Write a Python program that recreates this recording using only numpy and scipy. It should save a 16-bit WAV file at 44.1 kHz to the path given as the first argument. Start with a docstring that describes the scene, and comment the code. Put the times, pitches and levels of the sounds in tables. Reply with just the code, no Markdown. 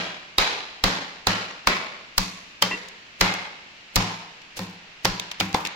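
"""A broad kitchen knife chops crisp fried meat on a wooden board, close to a stereo microphone. The scene opens
on the dying ring of a stroke, over a faint steady hiss. In each stroke the crust fractures, the edge hits the
wood, blade, board and worktop ring into a hard-walled kitchen, and crumbs settle. The strokes come about twice
a second until the blade scrapes at 2.7 s; they then slow down among light ticks, and end in a soft bump of the
worktop and two light, gentle touches of the blade."""
import sys
import numpy as np
from scipy import signal
from scipy.fft import rfft, irfft, next_fast_len
from scipy.io import wavfile

SR = 44100
rng = np.random.default_rng(int(sys.argv[2]) if len(sys.argv) > 2 else 0)


def pcm_store(signal):
    """Save signal as 16-bit PCM."""
    levels = np.round(np.clip(np.atleast_2d(signal), -1, 1) * 32767)
    wavfile.write(sys.argv[1], SR, levels.astype(np.int16).T)


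N = 253575
LEAD, RING = int(.25 * SR), int(1.1 * SR)  # samples before and after a contact
T = (np.arange(RING + LEAD) - LEAD) / SR  # seconds from the contact


def undb(db):
    """Amplitude ratio of a level in decibels."""
    return 10 ** (np.asarray(db) / 20)


def curve(points, hz):
    """Interpolation of (Hz, value) points on a logarithmic frequency axis."""
    f, value = np.transpose(points)
    return np.interp(np.log(hz + 0.0013), np.log(f), value)


def bell(hz, centre_hz, octaves):
    """A Gaussian peak in log frequency, 1 at its centre."""
    return np.exp(-(np.log2((hz + 1) / centre_hz) / octaves) ** 2)


def treble(hz, corner_hz):
    """First-order high-pass power response, rising from 0 to 1 around the corner."""
    return hz ** 2 / (hz ** 2 + corner_hz ** 2)


def interference(hz, step_hz, spread_db):
    """Random ripple in dB: the contacts within one blow add at some frequencies and cancel at others."""
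    humps = rng.standard_normal(400)
    return spread_db * np.interp(hz / step_hz, np.arange(len(humps)), humps)


def grain(rate_hz, spread_db):
    """Random amplitude modulation of rms 1: the uneven strength of tiny fractures or echoes."""
    knots = np.arange(len(T)) * rate_hz / SR
    size = undb(spread_db * np.interp(knots, np.arange(len(T)), rng.standard_normal(len(T))))
    return size / np.sqrt(np.mean(size ** 2))


def burst(rise_s, fall_s, late_s=0):
    """Exponential growth and decay, peaking late_s after the contact."""
    t = T - late_s
    return np.exp(np.where(t < 0, t / rise_s, -t / fall_s))


def ring(modes, scatter, push_s, spread_db=3, early_s=0):
    """Superposition of damped modes; pitch and strength vary at random, as with the place of a blow."""
    t = np.maximum(T + early_s, 0)
    out = 0
    for k, (hz, db, t60) in enumerate(modes):
        detune, weakening = rng.standard_normal(2)
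        phase = 2 * np.pi * hz * (1 + scatter * detune) * t
        amplitude = (-1) ** k * undb(db - spread_db * weakening)
        out = out + amplitude * np.sin(phase) * np.exp(-np.log(1000) * t / t60)
    return out * (1 - np.exp(-t / push_s))


def add(out, sound, s):
    """Superpose a sound on the mix with its contact at s seconds."""
    start = int(round(s * SR)) - LEAD
    a, b = max(start, 0), min(start + len(T), N)
    out[:, a:b] += sound[:, a - start:b - start]


# Coherence of the near and diffuse fields. Each row: frequency in Hz, left-right correlation.
NEAR_FIELD = [(100, 0.71), (500, 0.94), (850, 0.067), (1400, 0.078), (4000, 0), (15000, 0)]
DIFFUSE_FIELD = [(40, 0.61), (130, 0.8), (300, 0.78), (640, 0.67), (1400, -0.26), (3000, 0.078),
                 (15000, -0.19)]
def noise(spectrum, coherence, size, tint=lambda hz: 0):
    """Partly coherent stereo noise, shaped to a spectrum at rms 1, then tinted by a curve in dB."""
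    padded = next_fast_len(size)
    hz = np.fft.rfftfreq(padded, 1 / SR)
    alike = np.clip(curve(coherence, hz), -.99, .99)
    mid, side = rfft(rng.standard_normal((2, padded))) * np.sqrt([(1 + alike) / 2, (1 - alike) / 2])
    gain = undb(curve(spectrum, hz))
    gain = gain / np.sqrt(np.mean(gain ** 2)) * undb(tint(hz))
    return irfft(np.array([mid + side, mid - side]) * gain, padded)[:, :size]


# Spectrum of the background. Each row: frequency in Hz, relative spectral density in dB.
HISS_SPECTRUM = [(25, -4), (90, -6.5), (200, -3), (450, -6.5), (1000, -5.5), (1500, -2), (2100, 1),
                 (2750, 2.5), (3400, -4), (4200, -5), (6000, -12.5), (7400, -17.5), (8400, -30.5),
                 (15000, -39.5)]
def hiss():
    """Stationary noise in a diffuse field: the faint hiss of the kitchen."""
    return undb(-46.5) * noise(HISS_SPECTRUM, DIFFUSE_FIELD, N)


# Spectrum of the kitchen's response. 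Each row: frequency in Hz, relative spectral density in dB.
ROOM_SPECTRUM = [(30, -17.5), (70, -0.5), (150, -2), (290, -1.5), (420, 3), (620, 4), (820, 7), (1400, 5.5),
                 (2200, 5.5), (3200, 1), (4500, 0), (6000, -6), (7400, -10), (8200, -21), (15500, -21.5)]
# Decay of the kitchen. Each row: frequency in Hz, reverberation time (T60) in seconds.
ROOM_DECAY = [(60, 0.18), (250, 0.87), (700, 0.82), (2000, 0.85), (4000, 0.88), (6500, 0.71), (9000, 0.65),
              (15000, 0.2)]
def reverberation(tint):
    """Diffuse echoes of one contact decay exponentially, fastest in the deep bass and high treble."""
    spectrum = rfft(noise(ROOM_SPECTRUM, DIFFUSE_FIELD, len(T), tint))
    hz, t = np.fft.rfftfreq(len(T), 1 / SR), np.maximum(T, 0)
    centres, t60s = np.transpose(ROOM_DECAY)
    out = 0
    for share, t60 in zip(np.eye(len(centres)), t60s):
        band = irfft(spectrum * curve(np.c_[centres, share], hz), len(T))
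        out = out + band * np.exp(-np.log(1000) * t / t60)
    build_up = 1 - np.exp(-t / 0.01)
    return out * build_up * grain(rate_hz=350, spread_db=1.6)


def kitchen(force_db, weight_db, knock_hz, bright_db, rasp):
    """Reverberation takes its level and colour from the stroke that excites it."""
    def colour(hz):
        hollow = 0.11 * weight_db * bell(hz, 480, octaves=0.69)  # weight drives the board's middle
        wood_note = (2 - 0.42 * force_db) * bell(hz, knock_hz, octaves=0.17)  # clearer in a gentle cut
        brightness = 1.28 * bright_db * treble(hz, corner_hz=4800)
        ripple = interference(hz, step_hz=59.15, spread_db=2.5)
        return hollow + wood_note + rasp(hz) + brightness + ripple
    return undb(-22 + force_db) * reverberation(colour)


def early_reflections(sound, count=16, first_s=0.011, span_s=0.11, db_per_s=-105):
    """Specular reflection: wall and cupboards return delayed, duller copies of a blow."""
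    order = (np.arange(count) + rng.random((2, count))) / count
    delays_s = first_s + span_s * order ** 1.5
    taps = np.zeros((2, RING))
    for side, delay_s in zip(taps, delays_s):
        side[(delay_s * SR).astype(int)] = rng.choice([-1, 1], count) * undb(-17 + db_per_s * delay_s)
    dull = signal.butter(4, [400, 6700], "bandpass", fs=SR, output="sos")
    return signal.fftconvolve(signal.sosfilt(dull, sound), taps, axes=1)[:, :len(T)]


# Modes of the worktop. Each row: frequency in Hz, relative level in dB, T60 in seconds.
WORKTOP_MODES = [(27.5, 7.5, 0.14), (42, -2, 0.063)]
def worktop():
    """Forced, then free vibration: the heavy worktop gives and shudders, mostly on the left."""
    shove = -np.exp(-((T - 0.003) / 0.0054) ** 2)
    shudder = ring(WORKTOP_MODES, scatter=0.04, push_s=0.0029, spread_db=2)
    return (shove + shudder) * undb([[2], [-8]])


# Soft bumps of the worktop. 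Each row: time in seconds, gain in dB.
WORKTOP_BUMPS = [(5.09, -32)]
def bumps():
    """A soft impact excites only low modes: the worktop thuds with no crack on top."""
    out = np.zeros((2, N))
    for s, db in WORKTOP_BUMPS:
        add(out, undb(db) * worktop(), s)
    return out


# Spectrum of breaking crust. Each row: frequency in Hz, relative spectral density in dB.
CRUST_SPECTRUM = [(100, 9.5), (600, 5.5), (1200, -0.5), (2500, 7), (5000, 4.5), (7000, 2.5), (9000, -7.5),
                  (12000, -5), (15500, -9)]
def crumbs(count=150, mean_wait_s=0.058, db_per_s=-33, fall_s=0.0026):
    """Shot noise: after each stroke bits of crust snap and settle, ever fewer and fainter."""
    snaps = np.zeros(N)
    for s, force_db, _, _, _, _, crust_db, *_ in STROKES:
        wait_s, size = rng.exponential(mean_wait_s, count), rng.exponential(size=count)
        at = ((s + 0.008 + wait_s) * SR).astype(int)
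        inside = (at >= 0) & (at < N)
        stroke_db = 0.1 * crust_db + 0.14 * force_db  # louder when more crust breaks or is flung harder
        snap_db = 3.6 * np.minimum(size, 3) + db_per_s * wait_s + stroke_db
        snaps[at[inside]] = undb(snap_db[inside])
    envelope = signal.lfilter([1], [1, -np.exp(-1 / (fall_s * SR))], snaps)
    return undb(-54.5) * envelope * noise(CRUST_SPECTRUM, NEAR_FIELD, N)


# Ticks of the blade and snaps of crust. Each row: time in seconds, gain in dB, pitch in Hz.
LIGHT_CONTACTS = [(2.886, -31.5, 4500), (3.34, -21, 6500), (3.9586, -1.5, 9100), (4.418, -41, 4000),
                  (5.1978, -15.5, 4500), (5.315, -19, 2450), (5.4025, -14, 3370), (5.529, -29, 4500),
                  (5.6517, -16, 2550), (5.6625, -21, 2260), (5.6715, -18, 4320)]
def ticks(rise_cycles=2.5, fall_cycles=10.8):
    """Constant-Q damping: a tick dies in a set number of cycles, so low ones last longer."""
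    out = np.zeros((2, N))
    for s, db, pitch_hz in LIGHT_CONTACTS:
        def tint(hz):
            peak = 14 * (bell(hz, pitch_hz, octaves=1.67) - 1)
            return peak + interference(hz, step_hz=416, spread_db=2.5)
        envelope = burst(rise_s=rise_cycles / pitch_hz, fall_s=fall_cycles / pitch_hz)
        tick = noise(CRUST_SPECTRUM, NEAR_FIELD, len(T), tint) * envelope
        add(out, undb(db) * (tick + undb(-19.5) * reverberation(tint)), s)
    return out


# Modes of the dragged blade. Each row: frequency in Hz, relative level in dB, T60 in seconds.
SQUEAK_MODES = [(311, 3.5, 0.072), (1060, 3, 0.023), (1860, 2.5, .022), (1980, 8.5, 0.026), (2740, 0, 0.1)]
# Drags of the blade over the wood. Each row: start in seconds, length in seconds, gain in dB.
DRAGS = [(2.7116, 0.02, -31.5), (2.7384, 0.011, -34)]
def scrapes(count=12, slip_hz=208, jitter=0.05, spread_db=2):
    """Stick-slip friction: each slip of the edge rings the blade, grinds crumbs and echoes in the room."""
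    out = np.zeros((2, N))
    grit_tint = lambda hz: -14 * treble(hz, corner_hz=3000) + 6 * bell(hz, 1800, octaves=.2)
    for s, length_s, db in DRAGS:
        stretch, size = rng.standard_normal((count, 2)).T
        periods = (1 + jitter * stretch) / slip_hz
        slip_s = np.cumsum(periods) - periods[0]
        release = np.exp(-np.maximum(slip_s - length_s, 0) / 0.0014)
        slips = np.zeros((1, len(T)))
        slips[0, np.round(slip_s * SR).astype(int)] = undb(spread_db * size) * release
        echo = reverberation(lambda hz: 14 * (bell(hz, 1900, octaves=.25) - 1))
        grit = noise(ROOM_SPECTRUM, NEAR_FIELD, len(T), grit_tint) * burst(rise_s=0.0004, fall_s=0.0062)
        squeak = ring(SQUEAK_MODES, scatter=0.003, push_s=0.00033, spread_db=3.5)
        one_slip = squeak + undb(-6) * grit + undb(-5.5) * echo
        add(out, undb(db) * signal.fftconvolve(slips, one_slip, axes=1), s)
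    return out


# The board's modes of muffled thud, long boom and low bending.
# Each row: frequency in Hz, relative level in dB, T60 in seconds.
THUD_MODES = [(196.5, -1, 0.029), (324, -19, 0.11)]
BOOM_MODES = [(168.8, -11.5, 0.67), (185.9, -2, 0.44), (200.7, -13.5, 0.61), (248.7, -24.5, 0.68),
              (277, -17, 0.54), (310.7, -15, 0.55), (380, -26.5, 0.6), (397, -20.5, 0.45), (471, -24.5, 1),
              (529.6, -2.5, 0.093), (738, -36, 0.14), (890, -26.5, 0.24), (1000, -14.5, 0.25),
              (1080, -19, 0.51)]
FLEX_MODES = [(73.5, -12, 0.69), (107.1, 7, 0.42)]
def board(weight_db, force_db):
    """Plate vibration grows with the weight on the board; a gentle push favours its thud and flex."""
    thud_db = -25 + weight_db - 0.23 * force_db
    flex_db = -42.5 + 2.33 * weight_db - 0.31 * force_db
    thud = undb(thud_db) * ring(THUD_MODES, scatter=0.019, push_s=0.0031)
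    boom = undb(-23 + weight_db) * ring(BOOM_MODES, scatter=0.00915, push_s=0.01, spread_db=2)
    flex = undb(flex_db) * ring(FLEX_MODES, scatter=0.04, push_s=0.0023)
    return (thud + boom + flex) * undb([[.5], [-.5]])


# Modes of the wood under the edge. Each row: ratio to the pitch, relative level in dB, T60 in seconds.
KNOCK_MODES = [(.58, -13, 0.036), (0.858, -22, 0.12), (.96, 8.5, 0.0087), (1.04, -1, 0.0069),
               (1.172, -21.5, 0.13), (1.45, -46, 0.01)]
def knock(pitch_hz, crust_s):
    """Local resonance gives a short hollow note; a slow cut lands softly and damps it less."""
    softness = 1 + 12.6 * crust_s
    modes = [(ratio * pitch_hz, db, t60 * softness) for ratio, db, t60 in KNOCK_MODES]
    note = ring(modes, scatter=0.0072, push_s=0.00087 * softness, spread_db=0.3, early_s=0.00087)
    low_cut = signal.butter(2, 380, "highpass", fs=SR, output="sos")  # the knock is kept free of bass
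    return signal.sosfilt(low_cut, note) * undb([[1], [-2]])


# Radiation from the blade. Each row: frequency in Hz, left minus right level in dB.
BLADE_BALANCE = [(800, -2), (2000, 8), (4200, -9), (7500, 2.5), (14000, 0)]
def directivity(hz):
    """The flat of the blade radiates unevenly: left and right gain of the direct sound in dB."""
    return curve(BLADE_BALANCE, hz) * np.array([[.5], [-.5]])


def clack(pitch_hz, t60_s=0.025):
    """One bending mode of the blade, picked by where it lands, rings from first touch; meat damps it."""
    note = ring([(pitch_hz, 0, t60_s)], scatter=0.002, push_s=0.00076, spread_db=4, early_s=0.00107)
    return note * undb(directivity(pitch_hz))


def crust(crust_s, bright_db):
    """Brittle fracture: the crust rustles as the edge enters, then shatters before it reaches the wood."""
    entering = np.minimum(T + crust_s, 0)
    shatter = np.exp(entering / (0.00065 + 6 * crust_s ** 2))
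    rustle = undb(-18.5) * np.exp(entering / 0.0067)
    fade = np.exp(-np.maximum(T + 0.54 * crust_s, 0) / (0.3 * crust_s + 0.00035))
    tint = lambda hz: 0.56 * bright_db * treble(hz, corner_hz=6970) + directivity(hz)
    fractures = noise(CRUST_SPECTRUM, NEAR_FIELD, len(T), tint) * grain(rate_hz=1400, spread_db=2)
    return fractures * (shatter + rustle) * fade


# Spectrum of steel striking wood. Each row: frequency in Hz, relative spectral density in dB.
IMPACT_SPECTRUM = [(40, -55.5), (130, -4), (300, 7), (520, -18), (850, 3), (1200, 9), (1700, 3),
                   (2400, 2.5), (3300, 1), (4400, 4.5), (6000, -2), (8000, -11.5), (11000, -18.5),
                   (15500, -11)]
# Modes of the struck blade. Each row: frequency in Hz, relative level in dB, T60 in seconds.
BLADE_MODES = [(2130, -44.5, 0.19), (2760, -39, 0.15), (5200, -51, 0.054), (8900, -23, 0.01)]
def impact(bright_db, rasp, crossover_hz=1500):
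    """A brief contact is broadband: steel snaps, yielding wood cracks lower, a rattle and ring follow."""
    def band(power_share):
        def tint(hz):
            colour = bright_db * treble(hz, corner_hz=5150) + 0.51 * rasp(hz) + directivity(hz)
            ripple = interference(hz, step_hz=312, spread_db=0.5)
            return colour + ripple + 10 * np.log10(power_share(hz))
        return noise(IMPACT_SPECTRUM, NEAR_FIELD, len(T), tint)
    steel_share = lambda hz: np.clip(treble(hz, crossover_hz) ** 2, 1e-6, 1 - 1e-6)
    wood_share = lambda hz: 1 - steel_share(hz)
    snap = band(steel_share) * burst(rise_s=0.001, fall_s=0.0017)
    crack = band(wood_share) * burst(rise_s=0.0016, fall_s=0.0036, late_s=0.0023)
    rattle = noise(ROOM_SPECTRUM, NEAR_FIELD, len(T)) * burst(rise_s=0.00046, fall_s=0.015)
    blade = ring(BLADE_MODES, scatter=0.00078, push_s=0.000053)
    return undb(-5.5) * snap + undb(-11.5) * crack + undb(-18) * rattle + blade


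# Strokes of the knife; levels are relative. Each row: contact time in seconds, follow-through force
# in dB, weight on the board in dB, impact in dB, brightness in dB, time through the crust in seconds,
# crust in dB, knock in dB, knock pitch in Hz, worktop thump in dB, rasp pitch in Hz, rasp in dB,
# clack pitch in Hz, clack in dB.
STROKES = [ (-.085, 0, 1, -22, -1, 0.0023, -37, -14, 890, -32, 2850, 3, 4000, -25),
           (0.384, 4.1, -12, -1.5, 0, 0.0027, -27, -10, 860, -29, 3870, 3, 3770, -9),
           (0.84, 1, 1, -0.5, 1, 0.00072, -23.5, -9.5, 825, -22.5, 4420, 2, 4410, -11),
           (1.271, 1.5, 1.5, -1, -0.5, 0.0026, -26, -7, 863, -35, 3970, -0.5, 4070, -35),
           (1.673, 1.5, -2.5, 1.5, -2.5, 0.0011, -21, -4.5, 1026, -27.5, 2150, 3.5, 2107, -11.5),
           (2.181, -13.5, -2, -5, 16, 0.0013, -21.5, -13.5, 1046, -27, 4600, -0.5, 4250, -26),
           (2.6243, -8.5, -4.5, -1, 7, 0.0044, -27, -4, 982, -46, 433.2, 10.5, 3150, -13),
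           (3.2125, 1.6, 3, -0.5, 0.5, 0.0019, -12, -8.5, 842, -25.5, 2150, 2.5, 2030, -14),
           (3.964, -3, 4, -3.5, 3, 0.0015, -11, -13.5, 885, -20.5, 1194, 5, 4790, -26),
           (4.592, -18.5, -3, -18, 3.5, 0.022, -34, -21.5, 864, -59, 3170, 0.5, 2550, -32),
           (5.054, -7.5, 1, -3, 3.5, 0.0052, -19, -6, 913, -42, 4950, 2.5, 2100, -21),
           (5.4087, -14, 0.5, -6.5, -4.5, 0.0078, -23, -12.5, 787, -50, 2370, 5.5, 2380, -20),
           (5.5478, -8.5, -4.5, -6.5, -25, 0.0033, -14.5, -2.5, 875, -60, 1050, 7, 3530, -15)]
def chops():
    """Impulsive excitation: each stroke breaks the crust and sets blade, board, worktop and room ringing."""
    out = np.zeros((2, N))
    for (s, force_db, weight_db, impact_db, bright_db, crust_s, crust_db,
         knock_db, knock_hz, thump_db, rasp_hz, rasp_db, clack_hz, clack_db) in STROKES:
        # the blade rasps at a pitch set by where along its edge it lands
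        rasp = lambda hz: rasp_db * bell(hz, rasp_hz, octaves=0.37)
        edge = undb(crust_db) * crust(crust_s, bright_db)
        edge += undb(impact_db) * impact(bright_db, rasp)
        edge += undb(clack_db) * clack(clack_hz)
        body = undb(knock_db) * knock(knock_hz, crust_s)
        body += board(weight_db, force_db)
        body += undb(thump_db) * worktop()
        room = early_reflections(edge) + kitchen(force_db, weight_db, knock_hz, bright_db, rasp)
        add(out, edge + body + room, s)
    return out


def scene():
    """Linear superposition of the knife work and the steady hiss."""
    return chops() + scrapes() + ticks() + crumbs() + bumps() + hiss()


def record(dry, ceiling=0.8, top_hz=15950):
    """Soft saturation rounds the highest peaks, and a steep low-pass filter cuts the top."""
    rounded = dry / (1 + (dry / ceiling) ** 4) ** (1 / 4)
    return signal.sosfilt(signal.ellip(8, .2, 70, top_hz, fs=SR, output="sos"), rounded)


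dry = scene()
out = record(dry)
pcm_store(out)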